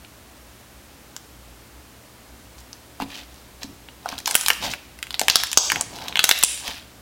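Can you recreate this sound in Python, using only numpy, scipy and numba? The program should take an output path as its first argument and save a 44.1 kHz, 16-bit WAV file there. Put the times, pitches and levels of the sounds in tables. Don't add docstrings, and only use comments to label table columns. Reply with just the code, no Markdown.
import sys
import numpy as np
from scipy import signal
from scipy.fft import rfft, irfft
from scipy.io import wavfile
from scipy.ndimage import uniform_filter1d, map_coordinates
from numba import njit

SR = 44100
rng = np.random.default_rng(int(sys.argv[2]) if len(sys.argv) > 2 else 0)


def to_wav(sig):
    pcm = np.clip(np.atleast_2d(sig), -1, 1) * 32767
    pcm = np.round(pcm).astype(np.int16)
    wavfile.write(sys.argv[1], SR, pcm.T)


N = 309136
TIME = np.arange(N) / SR

# frequency in Hz, relative level in dB.
HISS_SHAPE = [(15, -48), (25, -12), (39, -28), (59, 6.5), (71, -4), (91, -11), (113, -8.5), (148, -12),
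              (260, -9), (297, -9), (433, -14.5), (552, -13.5), (1800, -19.5), (15500, -28.5)]
# pitch in Hz, level in dB.
HUM_TONES = [(58.8, -61.5), (119, -61)]
# start in seconds, level in dB, pitch in Hz, relative level of the snap in dB.
POPS = [(0.048, -30.5, 3170, -20), (1.1645, -17, 6100, -3.5), (2.73, -23, 4600, -5),
        (3.0008, -17, 960, -6), (3.0208, -18.5, 770, -1), (3.6321, -15.5, 4700, -6),
        (3.887, -26, 2770, -23), (4.0586, -11.5, 906, -14), (4.089, -17.5, 4180, 2.5),
        (4.127, -20.5, 963, -11), (4.1876, -23, 4000, 9.5), (4.2588, -5, 4960, -7),
        (4.273, -15.5, 6940, 7), (4.2763, -12, 1020, 7.5), (4.311, -9, 9000, 2),
        (4.3447, -8, 10100, -0.5), (4.3525, 15.5, 11140, -3), (4.4112, -9, 7400, -8),
        (4.4622, -3, 4000, -2.5), (4.4837, 4.5, 11900, 0), (4.5029, 4.5, 2120, -4),
        (4.737, -14, 1920, -0.5), (4.9891, -31, 1810, 5), (5.028, -20.5, 2440, 9.5),
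        (5.1068, -16, 3400, -3), (5.143, -9.5, 3530, -11), (5.1947, -3.5, 6400, 0.5),
        (5.2145, -10, 515, 7), (5.283, 4.5, 2160, 0), (5.2992, 8.5, 4550, -8), (5.3568, 13, 3640, -0.5),
        (5.401, -11.5, 3370, -11), (5.4356, -14, 6460, 12), (5.5303, -8.5, 6460, 1),
        (5.5736, 23, 5570, -10.5), (5.7009, -9.5, 2300, 1), (5.7188, -5.5, 1620, 3.5),
        (5.7588, -8.5, 2350, -6.5), (5.8106, -12, 840, -1), (5.8106, -0.5, 7400, -10.5),
        (6.083, -15.5, 3040, -0.5), (6.1254, -16, 2600, -22), (6.1566, -4.5, 2620, -10),
        (6.1724, -6.5, 2830, -9), (6.1924, 7, 3230, -8.5), (6.241, -4, 1620, 16.5),
        (6.2918, 5.5, 4420, 6), (6.312, 12, 3220, -2), (6.389, -9, 11400, -45), (6.428, -6, 10100, 5),
        (6.4359, 17.5, 7870, -8), (6.6793, -14, 2740, -1)]
# pitch in Hz, Q (higher rings longer), level in dB.
PALM_HOLLOWS = [(760, 6.1, -3.5), (1540, 21, -11.5)]
# frequency in Hz, relative level in dB, seconds to fade by 60 dB.
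ROOM_BANDS = [(192, -31, 0.42), (790, -38, 0.32), (2030, -43, 0.69), (4400, -41, 0.55), (8340, -44, 0.53),
              (15700, -43.5, 0.4)]
# delay in seconds, level in dB.
NEAR_ECHOES = [(0.0115, -14.5)]
# middle in seconds,
# half length in seconds, level in dB, pitch in Hz, level of the low squelch in dB.
CRACKLE_SWELLS = [(2.594, .025, -48.5, 5500, -70), (3.021, 0.026, -35.5, 3070, -40),
                  (3.163, 0.089, -38.5, 3740, -51), (3.36, 0.14, -56.5, 4520, -69),
                  (3.633, 0.026, -40.5, 4200, -43), (4.116, .09, -41, 3650, -42.5),
                  (4.307, 0.053, -31.5, 6040, -37), (4.65, .045, -27, 4120, -30.5),
                  (4.717, .044, -32, 3850, -55), (5.658, .055, -37.5, 5530, -57),
                  (5.777, 0.071, -47, 3040, -37), (6.027, 0.17, -41, 4000, -39.5),
                  (6.562, 0.082, -39, 7860, -67), (6.673, 0.07, -33.5, 4130, -39),
                  (6.735, 0.1, -39.5, 3600, -61)]
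# start in seconds, level in dB, contact time in seconds.
LANDINGS = [(3.004, -30, 0.0015), (3.023, -25, 0.0004), (3.644, -31, 0.0014), (4.126, -33, 0.0017),
            (4.636, -32.5, 0.0035), (4.696, -38, 0.0088), (5.215, -34, 0.0053), (6.684, -30, 0.0051)]
# pitch in Hz, relative level in dB, seconds to fade by 60 dB.
TABLE_TONES = [(82, -16.5, 0.37), (215.6, -13.5, 0.27), (279.6, 1, 0.14), (370, -18, 0.094),
               (860, -15, .045)]
# middle in seconds, half length in seconds, level in dB.
ARM_LEANS = [(3.69, 0.093, -50), (4.33, 0.19, -52), (4.67, 0.088, -38), (5.757, 0.048, -38.5),
             (5.98, 0.36, -44.5)]
# start in seconds, end in seconds.
PALM_PRESSES = [(4.1, 4.55), (5.03, 5.56), (5.93, 6.42)]

TOP_HZ = 15900


def undb(db):
    return 10 ** (np.asarray(db) / 20)


def unit(x):
    return x / (np.std(x) + 1e-12)


def add(track, start_s, sound):
    i = int(np.clip(round(start_s * SR), 0, N - 1))
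    track[i:i + len(sound)] += sound[:N - i]


def band_pass(x, low_hz, high_hz, order=2):
    return signal.sosfilt(signal.butter(order, [low_hz, high_hz], "band", fs=SR, output="sos"), x)


def wander(samples):
    return unit(uniform_filter1d(uniform_filter1d(rng.standard_normal(N), samples), samples))


def swell(middle, half_length):
    return np.exp(-2 * ((TIME - middle) / half_length) ** 2)


def hiss_and_hum(hiss_db=-46.78, waver_radians=0.3):
    shape_hz, shape_db = np.transpose(HISS_SHAPE)
    freqs = np.maximum(np.fft.rfftfreq(N, 1 / SR), 1)
    shape = undb(np.interp(np.log(freqs), np.log(shape_hz), shape_db))
    hiss = unit(irfft(rfft(rng.standard_normal(N)) * shape, N))
    waver = waver_radians * wander(SR // 4)
    hum = sum(undb(db) * np.sqrt(2) * np.sin(2 * np.pi * hz * TIME + waver) for hz, db in HUM_TONES)
    return undb(hiss_db) * hiss + hum


def bubble_ring(hz, cycles, rise=.8, samples=512):
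    cycles = max(cycles, 1.)
    opening = np.minimum(TIME[:samples] * hz / cycles, 1)
    phase = cycles * opening * (1 + rise * (opening / 2 - .35))
    loudness = np.sin(np.pi * opening ** .6)
    return loudness * np.sin(2 * np.pi * phase)


def skin_snap(samples, decay_s=0.00036):
    t = TIME[:samples]
    spectrum = rfft(rng.standard_normal(samples) * np.exp(-t / decay_s))
    even_burst = irfft(spectrum / np.abs(spectrum))
    crack = band_pass(even_burst * np.exp(-t / decay_s / 10), low_hz=1310, high_hz=14600)
    crack = signal.lfilter([1], [1, -.5], crack)
    return crack / np.linalg.norm(crack)


def off_hands(x, scatter_db=-22.0, decay_s=0.0036, samples=1024):
    paths = undb(scatter_db) * rng.standard_normal(samples) * np.exp(-TIME[:samples] / decay_s)
    paths[0] = 1
    return signal.fftconvolve(x, paths)


def pop(hz, snap_db):
    chirp = bubble_ring(hz, cycles=2.24 * (hz / 3530) ** 0.26)
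    snap = 2 * undb(snap_db) * skin_snap(len(chirp))
    return off_hands(chirp + snap)


def listed_pops():
    out = np.zeros(N)
    for start, db, hz, snap_db in POPS:
        add(out, start, undb(db) * pop(hz, snap_db))
    return out


def under_hand(x, low_hz=650):
    x = signal.sosfilt(signal.butter(2, low_hz, "high", fs=SR, output="sos"), x)
    return x + sum(undb(db) * signal.lfilter(*signal.iirpeak(hz, q, fs=SR), x)
                   for hz, q, db in PALM_HOLLOWS)


def off_table(x, delay_s=.00152, spread_s=0.00014, level_db=-9.5):
    height = wander(2048)
    delay = delay_s + spread_s * height
    return -undb(level_db) * map_coordinates(x, [(TIME - delay) * SR])


def room(x, tail_db=-1.97, tail_start_s=.0005):
    t = TIME[:SR]
    hz, db, fade_times = np.transpose(ROOM_BANDS)
    freqs = np.maximum(np.fft.rfftfreq(SR, 1 / SR), 1)
    noise_spectrum = rfft(rng.standard_normal(SR))
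    response = np.zeros(SR)
    for share, band_db, fade_s in zip(np.eye(len(hz)), db, fade_times):
        band = irfft(noise_spectrum * np.interp(np.log(freqs), np.log(hz), share), SR)
        response += band * undb(band_db + tail_db - 60 * t / fade_s)
    response *= t > tail_start_s
    response[0] = 1
    for delay, echo_db in NEAR_ECHOES:
        response[int(delay * SR)] += undb(echo_db)
    return signal.fftconvolve(x, response)[:N]


def tiny_chirps(middle, half_length, hz, per_second, spread_octaves=0.39, spread_db=4.5, most=400):
    out = np.zeros(N)
    count = int(2 * half_length * per_second) + 1
    moments = rng.uniform(-1, 1, most)[:count]
    for moment, (pitch, loudness) in zip(moments, rng.standard_normal((most, 2))):
        chirp = bubble_ring(hz * 2 ** (spread_octaves * pitch), cycles=2.96)
        chirp[0] += 1
        add(out, middle + half_length * moment, undb(spread_db * loudness) * chirp)
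    out *= swell(middle, half_length)
    return out * np.sqrt(half_length * SR / (np.sum(out ** 2) + 1e-12))


def crackle(base_db=-36, base_per_second=1400, doubling_db=8):
    out = np.zeros(N)
    for middle, half_length, db, hz, squelch_db in CRACKLE_SWELLS:
        per_second = base_per_second * 2 ** ((db - base_db) / doubling_db)
        out += undb(db) * tiny_chirps(middle, half_length, hz, per_second)
        out += undb(squelch_db) * tiny_chirps(middle, half_length, hz=780, per_second=680)
    return out


def table_thumps():
    pushes, t = np.zeros(N), TIME[:SR // 2]
    for start, db, contact_s in LANDINGS:
        push = t * np.exp(-2 * np.pi * t / contact_s)
        add(pushes, start, undb(db) * push / push.sum())
    ring = sum(undb(db - 60 * t / fade_s) * np.sin(2 * np.pi * hz * t) for hz, db, fade_s in TABLE_TONES)
    return signal.fftconvolve(pushes, ring)[:N]


def arm_rumble():
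    low_noise = unit(band_pass(rng.standard_normal(N), low_hz=45, high_hz=300))
    weight = sum(undb(db) * swell(middle, half_length) for middle, half_length, db in ARM_LEANS)
    return low_noise * weight


def press_pops(per_second=20, spread_octaves=0.3, spread_db=2.5, most=24):
    out = np.zeros(N)
    for start, end in PALM_PRESSES:
        moments = start + (np.arange(most) + rng.random(most)) / per_second
        for moment, (pitch, loudness) in zip(moments, rng.standard_normal((most, 2))):
            hz = np.interp(moment, (start, end), (3300, 7150)) * 2 ** (spread_octaves * pitch)
            db = np.interp(moment, (start, end), (-25.5, -16.5)) + spread_db * loudness
            sound = undb(db) * pop(min(hz, TOP_HZ), snap_db=-0.5)
            if moment < end:
                add(out, moment, sound)
    return out


@njit
def gain_control(x, threshold, fall_db_per_s, rise_db_per_s):
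    out, peak, cut_db = np.empty(len(x)), 0., 0.
    for i in range(len(x)):
        out[i] = x[i] * 10 ** (-cut_db / 20)
        peak = max(abs(out[i]), peak * .93)
        too_loud = min(max((peak - threshold) * 5, 0.), 1.)
        cut_db = max(cut_db + (fall_db_per_s * too_loud - rise_db_per_s) / SR, 0.)
    return out


def overload(x, shift=0.43):
    excess = np.clip(np.abs(x) - 1, 0, 1)
    thump = band_pass(excess, low_hz=210, high_hz=750, order=1)
    return np.clip(x - shift * thump, -1, 1)


def scene():
    bubbles = under_hand(listed_pops() + press_pops() + crackle())
    in_room = room(bubbles + table_thumps())
    return (in_room + off_table(bubbles) + arm_rumble() + hiss_and_hum())[None]


def record(dry):
    ducked = gain_control(dry[0], threshold=.9, fall_db_per_s=5500., rise_db_per_s=95.)
    treble_cut = signal.ellip(8, .2, 70, TOP_HZ, fs=SR, output="sos")
    return signal.sosfilt(treble_cut, overload(ducked))[None]


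dry = scene()
out = record(dry)
to_wav(out)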